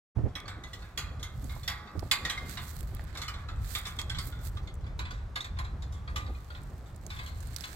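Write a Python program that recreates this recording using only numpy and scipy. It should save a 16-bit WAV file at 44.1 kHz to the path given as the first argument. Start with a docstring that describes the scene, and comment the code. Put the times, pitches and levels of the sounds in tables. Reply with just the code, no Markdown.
"""Metal clips on a wind-swung halyard clank against a hollow metal flagpole a few metres off.
Each strike rings the tube's modes, with a clink, a hollow knock and a dry crack; the slack rope taps
in between. The phone turns away from the pole while gusts rumble on its ports. Close by, fingers bump
and tap the case and cloth rustles and ticks. A faint hush of wind lies over the open field."""
import sys
import numpy as np
from scipy import signal
from scipy.fft import rfft, irfft, next_fast_len
from scipy.io import wavfile
from scipy.ndimage import uniform_filter1d

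SR = 44100
rng = np.random.default_rng(int(sys.argv[2]) if len(sys.argv) > 2 else 0)


def write(x):
    x = np.atleast_2d(x).T
    wavfile.write(sys.argv[1], SR, np.round(np.clip(x, -1, 1) * 32767).astype(np.int16))


N = 341775
TIME_S = np.arange(N) / SR


def undb(db):
    """Decibels to gain."""
    return 10 ** (np.asarray(db) / 20)


def unit(x):
    """Scale to rms 1."""
    return x / np.sqrt(np.mean(x ** 2))


def curve(table, column=1):
    """Table column, linear in time."""
    return np.interp(TIME_S, np.array(table)[:, 0], np.array(table)[:, column])


def at_hz(table, hz, column=1):
    """Table column, read on a log-frequency axis."""
    return np.interp(np.log(hz + 1), np.log(np.array(table)[:, 0]), np.array(table)[:, column])


def colour(x, spectrum):
    """Filter by (frequency [Hz], level [dB]) points, then scale to rms 1."""
    size = next_fast_len(x.shape[-1])
    gain = undb(at_hz(spectrum, np.fft.rfftfreq(size, 1 / SR)))
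    return unit(irfft(rfft(x, size) * gain, size)[..., :x.shape[-1]])


def pan(db):
    """Stereo gains for a left-minus-right level."""
    return unit(undb(np.array([[db], [-db]]) / 2))


def port_noise(side_db, size=N):
    """Noise at two ports: shared part plus opposed part."""
    mid, side = rng.standard_normal((2, size))
    return unit(mid + undb(side_db) * side * np.array([[1], [-1]]))


def wander(rate_hz):
    """Smooth random drift, rms 1."""
    hold = max(int(SR / rate_hz), 1)
    steps = np.repeat(rng.standard_normal(N // hold + 1), hold)
    return unit(uniform_filter1d(steps, hold)[:N])


def add(out, at_s, sound):
    """Mix a sound in at a given time."""
    start = max(int(at_s * SR), 0)
    out[:, start:start + sound.shape[1]] += sound[:, :N - start]


# wind at the ports: (time [s], rumble level [dB], flutter level [dB])
GUSTS = [(0.3, -41, -55), (0.36, -47, -54), (0.82, -42, -61), (0.92, -51, -62), (1.0, -40, -57),
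         (1.23, -38, -57), (1.3, -44, -63), (1.38, -32, -58.5), (1.44, -36.5, -57), (1.56, -35.5, -58),
         (1.92, -52, -56), (1.98, -34.5, -56), (2.19, -49, -53.5), (2.42, -38, -53.5), (2.75, -44, -58.5),
         (2.79, -37.5, -54.5), (3.1, -39.5, -58), (3.47, -41.5, -58), (3.6, -32, -60.5),
         (3.83, -44.5, -59.5), (4.1, -34.5, -57), (4.4, -37.5, -55.5), (4.55, -37.5, -54.5),
         (4.8, -37, -58), (4.99, -35, -58.5), (5.49, -47, -59), (5.51, -35, -60.5), (5.74, -39, -55),
         (5.78, -40, -60.5), (6.3, -37, -53.5), (6.46, -43, -65), (6.5, -43, -57), (6.72, -40, -58),
         (6.88, -47, -57.5), (7.15, -40, -60), (7.62, -43, -60.5), (7.65, -47.5, -63), (7.75, -46, -49)]
# spectra of rumble, flutter and field hush: (frequency [Hz], level [dB])
RUMBLE_SPECTRUM = [(12, -64), (20, -8.5), (43, 0.5), (72, 2), (126, -6.5), (200, -22), (260, -36),
                   (440, -120)]
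FLUTTER_SPECTRUM = [(60, 0.5), (130, -4), (200, -5.5), (300, -8.5), (450, -13.5), (800, -15.5), (2000, -76)]
FIELD_SPECTRUM = [(100, 9), (300, 3), (600, 1.5), (1150, 2.5), (1800, -4), (2700, -12.5), (4000, -16.5),
                  (6000, -18), (10000, -28), (16000, -35)]


def wind(eddy_db=1.3, flutter_lift_db=5.0, field_db=-57.0):
    """Eddies rumble on the ports, rougher flutter above; the field hushes behind."""
    rumble = colour(port_noise(-17), RUMBLE_SPECTRUM)
    rumble *= undb(curve(GUSTS) + eddy_db * wander(9))
    flutter = colour(port_noise(-17), FLUTTER_SPECTRUM)
    flutter *= undb(curve(GUSTS, column=2) + flutter_lift_db + 2.87 * wander(35))
    field = colour(port_noise(-6.5), FIELD_SPECTRUM) * undb(field_db + wander(2.77))
    return rumble * pan(-0.48) + flutter * pan(-0.62) + field


# finger bumps: (time [s], level [dB], length [s], centre [Hz])
BUMPS = [(0.162, -24.5, 0.059, 85.5), (0.165, -40, 0.0071, 547), (0.18, -44, 0.036, 605),
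         (0.185, -36.5, 0.036, 230), (0.232, -23.5, 0.034, 83.5), (0.253, -35.5, 0.033, 293),
         (1.43, -44, 0.057, 198), (1.563, -34, 0.0053, 750), (1.952, -36, 0.018, 290),
         (1.974, -25.5, 0.014, 89), (2.024, -31, 0.01, 453)]
# thud spectrum: (frequency [x centre], level [dB])
THUD_SPECTRUM = [(.2, -18), (.7, 0), (1.3, 0), (2.6, -17), (8, -36), (30, -76)]


def bumps(rise_s=0.0035):
    """Fingers shift on the case in short, dull thuds."""
    out = np.zeros((2, N))
    t = np.arange(8192) / SR
    for at_s, db, length_s, hz in BUMPS:
        spectrum = [(hz * ratio, gain_db) for ratio, gain_db in THUD_SPECTRUM]
        thud = colour(port_noise(-6, len(t)), spectrum)
        thud /= np.std(thud[:, :int(length_s * SR)])
        envelope = (1 - np.exp(-t / rise_s)) * np.exp(-(t / length_s) ** 2)
        add(out, at_s, thud * envelope * undb(db))
    return out * pan(-8.5)


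def rope_taps(count=30, tap_db=-66, spread_db=8, hardness_db_oct=-1.4, clink_db=-1, sustain=1.0):
    """The slack rope keeps tapping the pole lightly; rows as in STRIKES."""
    chance = rng.random((count, 2))
    times_s = (np.arange(count) + chance[:, 0]) / count * N / SR
    strength_db = tap_db + spread_db * (chance[:, 1] - .5)
    contact = np.tile([hardness_db_oct, clink_db, 0, sustain, 0, 0], (count, 1))
    return np.column_stack([times_s, strength_db, contact])


# pole bearing as the phone turns: (time [s], left lead [ms], left minus right [dB])
BEARING = [(0, 0.077, -1), (2.2, 0.063, -2.5), (3.6, 0.11, -1.5), (4.3, 0.11, -2.5), (5.3, 0.29, -1.5),
           (7.7, 0.26, 2.5)]


def lead_s(times_s):
    """Head start of the pole's sound at the left port."""
    return np.interp(times_s, *np.transpose(BEARING)[:2]) / 1000


def port_times(t, at_s):
    """Left and right time axes for a pole sound."""
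    return t + np.array([[lead_s(at_s)], [0]])


def pole_pan():
    """Stereo gains of the pole as the phone turns."""
    gains = undb(np.array([[.5], [-.5]]) * curve(BEARING, column=2))
    return gains / np.sqrt(np.mean(gains ** 2, axis=0))


# a strike's share per register: (centre [Hz], level [dB], clink gain [dB/dB], force gain [dB/dB])
REGISTER_SHARES = [(1360, -1.57, 0.5, -0.0161), (1820, 0, 0.72, 0.19), (3570, 3, 1, 0.1063),
                   (6800, -1.4, 0.27, 0.01), (12100, -11.5, -0.07, 0.14)]
PIVOT_HZ, FIRM_DB = 2600, -47  # pivot of the hardness tilt; strength of a firm strike


def register_db(register, strength_db, hardness_db_oct, clink_db):
    """Level of one register: hard, strong strikes are brighter; square hits clink more."""
    hz, db, clink_gain, force_gain = REGISTER_SHARES[register]
    tilt_db = hardness_db_oct * np.log2(hz / PIVOT_HZ)
    return strength_db + db + tilt_db + clink_gain * clink_db + force_gain * (strength_db - FIRM_DB)


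def mode_weights(hz, db, times_s, scatter_db=1.5, ripple_db=5.0, ripple_hz=100, diffuse_db=-1):
    """Complex drive of the pole's modes: strikes x ports x modes."""
    chance = rng.standard_normal((len(times_s), 7, len(hz)))
    # the contact point favours clusters of modes, short waves most
    near = np.exp(-((hz[:, None] - hz) / ripple_hz) ** 2)
    ripple = chance[:, 6] @ (near / np.linalg.norm(near, axis=0))
    gain = undb(db + scatter_db * chance[:, 1] + ripple_db * ripple * np.minimum(hz / 3000, 1))
    lead = np.exp(-2j * np.pi * np.outer(lead_s(times_s), hz))
    direct = np.exp(2j * np.pi * chance[:, :1]) * np.stack([lead, np.ones_like(lead)], axis=1)
    # scattering round the phone decorrelates the treble
    scattered = undb(diffuse_db) * np.sqrt(hz / 6000) * (chance[:, 2:4] + 1j * chance[:, 4:6])
    return (direct + scattered) * gain[:, None]


# clips striking the pole: (time [s], strength [dB], hardness [dB/oct], extra clink [dB],
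# clip pitch [Hz], sustained share [0-1], favoured pole note [Hz], note lift [dB])
STRIKES = [(.353, -48.5, -0.5, 1.5, 3920, 0.4, 2240, 9.5), (0.456, -67, -3.5, 7, 4260, 0, 1165, 20),
           (.479, -48.5, -2.5, -3, 4510, 0.62, 1540, 4), (.636, -55.5, -0.7, -0.5, 3720, 0.4, 2004, 16.5),
           (.732, -55.5, 2, 1.5, 3390, 0.24, 1946, 14), (.821, -61, -5, 1, 4330, 0.9, 1450, 3),
           (0.9748, -42, 1.9, -1.5, 3350, 0.51, 1167, 6), (1.195, -58, -1.5, -6, 3400, 0.7, 1224, 11),
           (1.228, -49, 2, -1, 3570, .34, 2080, 8), (1.495, -58.5, -4, 3.5, 3600, 0.8, 2137, 11),
           (1.632, -60, 2, 4, 4230, 0.7, 2370, -2), (1.6767, -37.5, 0.5, -5.5, 3610, 0.52, 1960, 6.5),
           (1.873, -61.5, -10, 2.5, 3650, 0.5, 1220, 7), (2.112, -31.5, 1.1, -3, 3455, 0.2, 2094, 5.5),
           (2.2503, -43, -0.8, 0, 3700, 0.3, 1882, 13), (2.297, -41.5, 0.5, -0.5, 3880, 0.36, 1160, 6),
           (2.375, -51.5, -2.5, -2, 3800, 0.27, 2090, 22.5), (2.571, -50, -3, 4, 3840, 0.33, 1023, 6),
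           (3.151, -51, -4, -3, 3810, 1, 1080, 2), (3.172, -50.5, 2, -1.5, 3700, 0.3, 1370, -4),
           (3.216, -46, 0.5, -2, 4040, 0.45, 1285, 7), (3.28, -46, -0.5, -2.5, 4200, 0.22, 1245, 12.5),
           (3.339, -57.5, -2.5, 4, 4080, 0.8, 1230, -2), (3.486, -54.5, -4, -0.5, 4020, 0.3, 1316, 12),
           (3.75, -45.5, 0, 4.5, 3530, 0.25, 1194, 7), (3.853, -49.5, -0.5, 1, 3740, 0.4, 1213, 3),
           (3.868, -47.5, 1, -4, 3530, 0.25, 1200, 6), (3.988, -47, 1.5, 3, 3600, 0.13, 980, 5),
           (4.096, -51.5, 2, 6.5, 3390, 0.3, 1553, 14), (4.146, -58.5, -0.5, 8.5, 3320, 0.76, 1180, 4),
           (4.167, -59.5, -1, 5, 3370, 0.3, 1180, -9), (4.185, -47.5, 2, 1, 3660, 0.17, 1120, 8),
           (4.323, -62.5, -3, 5, 3450, 1, 1418, 13.5), (4.57, -62, -2, 6.5, 3620, 0, 1187, 15),
           (4.673, -67, 1, 10.5, 3530, 0, 2085, 19), (4.841, -68, -9, 2, 3900, 0.2, 1220, 4),
           (4.864, -63, -4.5, 0, 3350, 0.9, 2000, 7), (4.991, -48, -2, 0, 3760, 0.25, 984, 10.5),
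           (5.052, -59, -4.5, 5.5, 3480, 0.7, 2560, 12), (5.107, -56, -1.5, 1.5, 3390, 0, 1490, 15),
           (5.357, -42, -3, -3, 3620, 0, 1643, 10.5), (5.368, -59, -4, -12, 3650, 0, 1630, 6),
           (5.406, -56, 2.5, 6.5, 3590, 0.06, 1320, 8), (5.444, -53, -0.5, 1, 3640, 0, 1800, 10),
           (5.569, -62.5, -8, 2, 3670, 0.4, 1080, 4), (5.587, -44.5, -4, -7.5, 4220, 0, 1060, 13),
           (5.647, -58.5, -4.5, 3, 3860, .2, 1020, -5), (5.822, -59.5, 0.5, 1, 3780, 0.15, 1130, 5),
           (5.923, -61.5, 2, -5, 3780, 0.97, 1164, 16), (6.076, -59, -9, 5.5, 3300, 0.04, 1180, -5),
           (6.159, -42, -2, -4.5, 3410, 0.22, 1176, 11.5), (6.263, -58, -6, -1, 3880, 0.2, 1130, -3),
           (6.348, -73.5, 0, 7.5, 4070, 0.4, 2455, 21), (6.502, -68, -6.5, 12.5, 3300, 0, 1415, 15),
           (6.548, -62, -5.5, 7, 3310, 0.26, 1400, 6), (7.102, -50.5, -2.5, -1.5, 3920, 0.8, 2340, 5),
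           (7.164, -63.5, -2, 8.5, 3540, .6, 2530, -2), (7.189, -55, -5, 4.5, 3530, 0.44, 2560, 8.5),
           (7.261, -63.5, 1, 8.5, 3300, 0.8, 1200, 0), (7.637, -48.5, -1, 0, 3550, 0.1, 1640, 3)]
# registers for tube ring, clank, clip ring, bright contact, sizzle: (from [Hz], to [Hz])
REGISTERS = [(400, 1700), (1700, 2700), (2700, 5000), (5000, 9000), (9000, 16500)]
# clear modes of pole and clips: (frequency [Hz], level [dB], t60 [s])
POLE_MODES = [(516, -10, .6), (667, -15, .8), (839, -7, .8), (957, -8, .6), (1026, -3, .7), (1122, -7, 1.1),
              (1143, -2.5, 1.15), (1209, -3.5, 1.3), (1236, -8, 1.2), (1298, -6.5, 1.2), (1423, -6, 1.2),
              (1482, -4, 1.1), (1555, -8, .7), (1657, -9, .5), (1914, 1, .4), (1958, -1, .3),
              (2010, -2, .35), (2109, 2, .42), (2172, -2, .4), (2290, -6, .3), (2538, -7, .25),
              (2947, 3, .2), (3008, 5, .22), (3290, 2, .2), (3457, 5, .3), (3550, 3, .25), (3623, 2, .27),
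              (3855, 0, .3), (4432, 5, .25), (4512, 1, .22), (7681, -7, .22)]
# contour of the crowded shell modes: (frequency [Hz], relative level [dB], t60 [s])
SHELL_CONTOUR = [(800, -18, .78), (1220, -12.5, 0.97), (2220, -5.5, 0.59), (2500, -9, 0.53),
                 (3200, -5, 0.25), (3240, 3.5, 0.42), (4080, 0, 0.46), (4920, -6, 0.23),
                 (5640, -10.5, 0.13), (5620, -12.5, 0.18), (7300, -11.5, 0.24), (7950, -16.5, 0.26),
                 (9970, -22.5, 0.18), (12300, -19, 0.23), (15850, -30, .16)]


def pole(shell_count=1100, drain_s=0.04, build_cycles=1.8, contact_s=0.0004, note_width_hz=50):
    """Every blow rings the same modes, in a mix set by where it lands."""
    t = np.arange(SR, dtype=np.float32) / SR
    spread = (np.arange(shell_count) + rng.random(shell_count)) / shell_count
    shell_hz = 700 + 15100 * spread ** 1.6
    shell_db = at_hz(SHELL_CONTOUR, shell_hz) - 5
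    shell_t60_s = at_hz(SHELL_CONTOUR, shell_hz, column=2)
    modes = np.vstack([POLE_MODES, np.column_stack([shell_hz, shell_db, shell_t60_s])])
    blows = np.vstack([STRIKES, rope_taps()])
    times_s, strength_db, hardness_db_oct, clink_db, _, sustain, note_hz, note_db = blows.T
    sustain = np.float32(sustain)[:, None, None]
    out = np.zeros((2, N))
    for register, (low_hz, high_hz) in enumerate(REGISTERS):
        hz, db, t60_s = modes[(modes[:, 0] >= low_hz) & (modes[:, 0] < high_hz)].T
        age_s = t[:int(t60_s.max() * SR)]
        phase = np.outer(np.float32(2 * np.pi * hz), age_s)
        fade = np.exp(np.outer(np.float32(-np.log(1000) / t60_s), age_s))
        # modes near the favoured note stand out and raise their register
        lift_db = note_db[:, None] * np.exp(-((hz - note_hz[:, None]) / note_width_hz) ** 2)
        levels_db = register_db(register, strength_db, hardness_db_oct, clink_db)
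        levels_db += 10 * np.log10(np.mean(undb(lift_db) ** 2, axis=1))
        weights = np.complex64(mode_weights(hz, db + lift_db, times_s)).reshape(-1, len(hz))
        waves = np.vstack([fade * np.cos(phase), fade * np.sin(phase)])
        rings = np.hstack([weights.real, weights.imag]) @ waves
        # slow, low bending waves build later; the first loud ring drains into the rope
        build = 1 - np.exp(-age_s / float(contact_s + build_cycles / np.sqrt(low_hz * high_hz)))
        drain = sustain + (1 - sustain) * np.exp(-age_s / drain_s)
        rings = rings.reshape(len(blows), 2, -1) * (build * drain)
        for at_s, level_db, ring in zip(times_s, levels_db, rings):
            onset_rms = np.std(ring[:, :int(.04 * SR)])
            add(out, at_s, ring * (undb(level_db) / onset_rms))
    return out


# partials of a clip: (frequency [x pitch], level [dB])
CLIP_PARTIALS = [(1, 2), (1.521, -27), (2.06, -32)]


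def clips(decay_s=0.0072, rise_s=0.0023, gain_db=12.0):
    """Each clip gives its own short clink, soon choked by the rope."""
    out = np.zeros((2, N))
    t = np.arange(4096) / SR
    envelope = (1 - np.exp(-t / rise_s)) * np.exp(-t / decay_s)
    for at_s, strength_db, hardness_db_oct, clink_db, hz, *_ in STRIKES:
        phase = 2 * np.pi * hz * port_times(t, at_s)
        clink = sum(undb(db) * np.sin(ratio * phase) for ratio, db in CLIP_PARTIALS)
        level_db = register_db(2, strength_db, hardness_db_oct, clink_db) + gain_db
        add(out, at_s, clink * envelope * undb(level_db))
    return out * pan(-6.2)


def knocks(decay_s=0.016, rise_s=0.0015, lift_gain=0.87):
    """The tube's favoured note leaps out briefly as a hollow knock."""
    out = np.zeros((2, N))
    t = np.arange(4096) / SR
    envelope = (1 - np.exp(-t / rise_s)) * np.exp(-t / decay_s)
    for at_s, strength_db, hardness_db_oct, clink_db, _, _, note_hz, lift_db in STRIKES:
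        note = np.sin(2 * np.pi * note_hz * port_times(t, at_s))
        level_db = register_db(0, strength_db, hardness_db_oct, clink_db) + lift_gain * lift_db
        add(out, at_s, note * envelope * undb(level_db))
    return out


# crack of a hard contact: (frequency [Hz], level [dB])
CRACK_SPECTRUM = [(400, -23), (1100, -8), (2000, -2), (2800, 15), (4200, 11.5), (6000, -10), (9500, -10),
                  (13000, -3), (16000, -11)]


def cracks(gain_db=-9, force_gain=0.66, rise_s=0.00099, decay_s=0.017, tail_share=0.3, tail_s=0.038):
    """A clip landing hard chatters in a dry crack, whose level grows faster than the blow's."""
    envelope = np.zeros((2, N))
    t = np.arange(12288) / SR
    shape = (1 - np.exp(-t / rise_s)) * (np.exp(-t / decay_s) + tail_share * np.exp(-t / tail_s))
    for at_s, strength_db, *_ in STRIKES:
        level_db = strength_db + gain_db + force_gain * (strength_db - FIRM_DB)
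        add(envelope, at_s, shape[None] * undb(level_db))
    chatter = colour(port_noise(-2), CRACK_SPECTRUM) * undb(3.0 * wander(700))
    return envelope * chatter


def yard(x, echo_db=-18, t60_s=0.99, rise_s=0.0028):
    """Ground, fence and trees scatter each clank into a faint diffuse tail."""
    t = np.arange(SR // 2) / SR
    tail = colour(rng.standard_normal((2, len(t))), [(1000, 5), (4000, -3), (12000, -3)])
    tail *= (1 - np.exp(-(t / rise_s) ** 2)) * np.exp(-np.log(1000) * t / t60_s)
    tail *= undb(echo_db) / np.linalg.norm(tail[0])
    return x + signal.fftconvolve(x, tail, axes=1)[:, :N]


# creases snapping: (time [s], level [dB], centre [Hz], decay [s])
CREASES = [(0.402, -41, 3860, .002), (1.4434, -42.5, 7430, .002), (1.994, -35.5, 4830, 0.0023),
           (2.714, -42, 6330, .002), (2.808, -31, 8500, 0.00091), (2.949, -34.5, 12100, 0.0011),
           (2.004, -46, 9000, .0015), (2.681, -40, 6500, .0015), (2.767, -42, 11000, 0.00074),
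           (3.04, -45.5, 11160, 0.0025), (3.814, -40, 7560, 0.0018), (3.968, -44, 6370, 0.00074),
           (4.0153, -30, 4420, .0016), (4.7412, -44, 8100, 0.0016), (4.753, -51, 7500, 0.0016),
           (6.446, -46, 5460, 0.00069), (6.634, -49.5, 7950, 0.0031), (6.962, -45.5, 7500, 0.0013),
           (7.016, -58, 8000, .0015), (7.0654, -36.5, 6900, 0.0026), (7.151, -48, 5800, .001),
           (7.377, -53, 7000, .003), (7.404, -44, 7300, 0.0061), (7.472, -44, 9000, 0.0026),
           (7.5628, -27.5, 5500, 0.0032), (7.6085, -34, 5500, 0.003)]


def creases(gain_db=-1):
    """Cloth creases snap in short ticks."""
    out = np.zeros((2, N))
    t = np.arange(1024) / SR
    for at_s, db, hz, decay_s in CREASES:
        spectrum = [(hz / 6, -22), (hz / 1.4, -13), (hz, 0),
                    (hz * 1.3, -10), (hz * 3, -16), (hz * 8, -40)]
        snap = colour(port_noise(-1, len(t)), spectrum)
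        add(out, at_s, snap * np.exp(-t / decay_s) * undb(db + gain_db))
    return out * pan(-16)


# cloth rubs: (peak time [s], hold [s], rise [s], fall [s], level [dB], tilt above 1 kHz [dB/oct])
RUBS = [(0.72, 0.18, .05, 0.099, -63.5, -3), (1.428, 0.25, 0.064, 0.048, -57, 0.6),
        (1.994, .02, 0.033, 0.36, -58.5, -2), (2.498, 0.018, 0.027, 0.058, -43.5, -1),
        (2.643, 0.04, 0.025, 0.099, -49, 3), (2.76, 0.085, 0.03, 0.09, -65, 12.5),
        (3.148, 0.059, 0.28, 0.27, -53, -7.5), (3.623, 0.062, 0.012, 0.038, -63, 0),
        (3.73, 0.066, 0.037, 0.01, -43, 2.2), (3.85, 0.069, .04, 0.068, -55.5, 0),
        (4.246, 0.034, 0.035, 0.026, -46.5, 4.5), (4.461, 0.027, 0.022, 0.008, -43, 3),
        (4.523, 0.057, 0.017, 0.07, -67, 0.5), (6.35, 0.41, 0.26, 0.15, -66, -1.3),
        (7.163, 0.12, 0.077, 0.032, -58.5, -1.5), (7.59, 0.14, 0.19, 0.34, -49.5, -1.8)]
# rustle spectrum: (frequency [Hz], level [dB])
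CLOTH_SPECTRUM = [(600, -22), (1600, 4.5), (2900, -3.5), (4300, 3.5), (5600, -3), (8000, 2.5), (9800, -6),
                  (12500, 0), (15500, -4.5)]


def cloth(grain_db=2.0, catches_per_s=110, catch_db=13.5, catch_s=0.00091, rest_db=-82, patchy_db=0.26):
    """Threads slip in tiny grains, some catch and crackle; each rub swells the rustle."""
    grains = rng.standard_normal((2, N)) * undb(grain_db * (wander(900) + wander(70)))
    catches = (rng.random(N) < catches_per_s / SR) * rng.random(N) * undb(catch_db)
    catch_envelope = signal.lfilter([1], [1, -np.exp(-1 / (catch_s * SR))], catches)
    crackle = catch_envelope * rng.standard_normal((2, N))
    rustle = colour(grains + crackle, CLOTH_SPECTRUM)
    out = rustle * undb(rest_db)
    for at_s, hold_s, rise_s, fall_s, db, tilt_db_oct in RUBS:
        rub = colour(rustle, [(1000, 0), (16000, 4 * tilt_db_oct)])
        before, after = (at_s - TIME_S) / rise_s, (TIME_S - at_s - hold_s) / fall_s
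        swell = np.exp(-np.maximum(np.maximum(before, after), 0))
        out += rub * undb(db) * swell
    return out * undb(patchy_db * wander(15)) * pan(-12.5)


# single eddies: (time [s], level [dB], half length [s])
BUFFETS = [(2.295, -50, 0.0096), (2.491, -46.5, .012), (2.83, -52, 0.016), (2.942, -47, 0.01),
           (3.203, -49, 0.015), (3.76, -52, 0.0085), (4.324, -55, 0.018), (4.56, -54, 0.013),
           (4.64, -57, 0.0079), (4.996, -44.5, 0.015), (6.194, -58.5, 0.08), (6.302, -57, 0.076),
           (6.653, -57, 0.013)]
# eddy spectrum: (frequency [Hz], level [dB])
BUFFET_SPECTRUM = [(70, -10), (170, 7.5), (300, -2), (520, -9), (800, -17), (2000, -37)]


def buffets():
    """Single eddies hit the ports in short, rough puffs."""
    puffs = sum(undb(db) * np.exp(-((TIME_S - at_s) / half_s) ** 2) for at_s, db, half_s in BUFFETS)
    return colour(port_noise(-19), BUFFET_SPECTRUM) * puffs


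# modes of the case: (frequency [Hz], level [dB], decay [s])
CASE_MODES = [(860, -5, 0.0022), (1310, -8, 0.0012), (1800, 1, 0.0012), (3320, -17, 0.0006)]


def case_tap(at_s=2.9953, level_db=-34):
    """A fingernail rings the case in one sharp, dry tap."""
    out = np.zeros((2, N))
    t = np.arange(1024) / SR
    ring = sum(undb(db) * np.sin(2 * np.pi * hz * t) * np.exp(-t / decay_s)
               for hz, db, decay_s in CASE_MODES)
    add(out, at_s, ring * undb(level_db) * pan(-4))
    return out


# clip dragging on the pole: (time [s], level [dB], pitch [Hz], half length [s])
SQUEAKS = [(5.3624, -28, 3620, 0.004), (5.3755, -35, 3550, 0.0025), (5.408, -28.5, 3570, 0.0019)]


def squeaks(rough_rad=0.14):
    """A clip drags on the metal in tiny squeaks that swell and stop."""
    out = np.zeros((2, N))
    t = np.arange(-1024, 1024) / SR
    for at_s, db, hz, half_s in SQUEAKS:
        slip = rough_rad * unit(uniform_filter1d(rng.standard_normal(len(t)), size=40))
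        tone = np.sin(2 * np.pi * hz * port_times(t, at_s) + slip)
        add(out, at_s + t[0], tone * np.exp(-(t / half_s) ** 2) * undb(db))
    return out


def scene():
    """Flagpole in its yard, wind, and small noises at the phone."""
    flagpole = (pole() + clips() + knocks() + cracks() + squeaks()) * pole_pan()
    return yard(flagpole) + wind() + buffets() + cloth() + creases() + case_tap() + bumps()


def record(dry, open_s=0.1494, fade_s=0.012, low_hz=27, top_hz=15900):
    """The microphone opens after a moment, thins the deepest rumble and cuts the top."""
    opened = np.clip((TIME_S - open_s) / fade_s, 0, 1)
    thinned = signal.sosfilt(signal.butter(2, low_hz, "high", fs=SR, output="sos"), dry * opened)
    return signal.sosfilt(signal.ellip(10, .2, 80, top_hz, fs=SR, output="sos"), thinned)


dry = scene()
out = record(dry)
write(out)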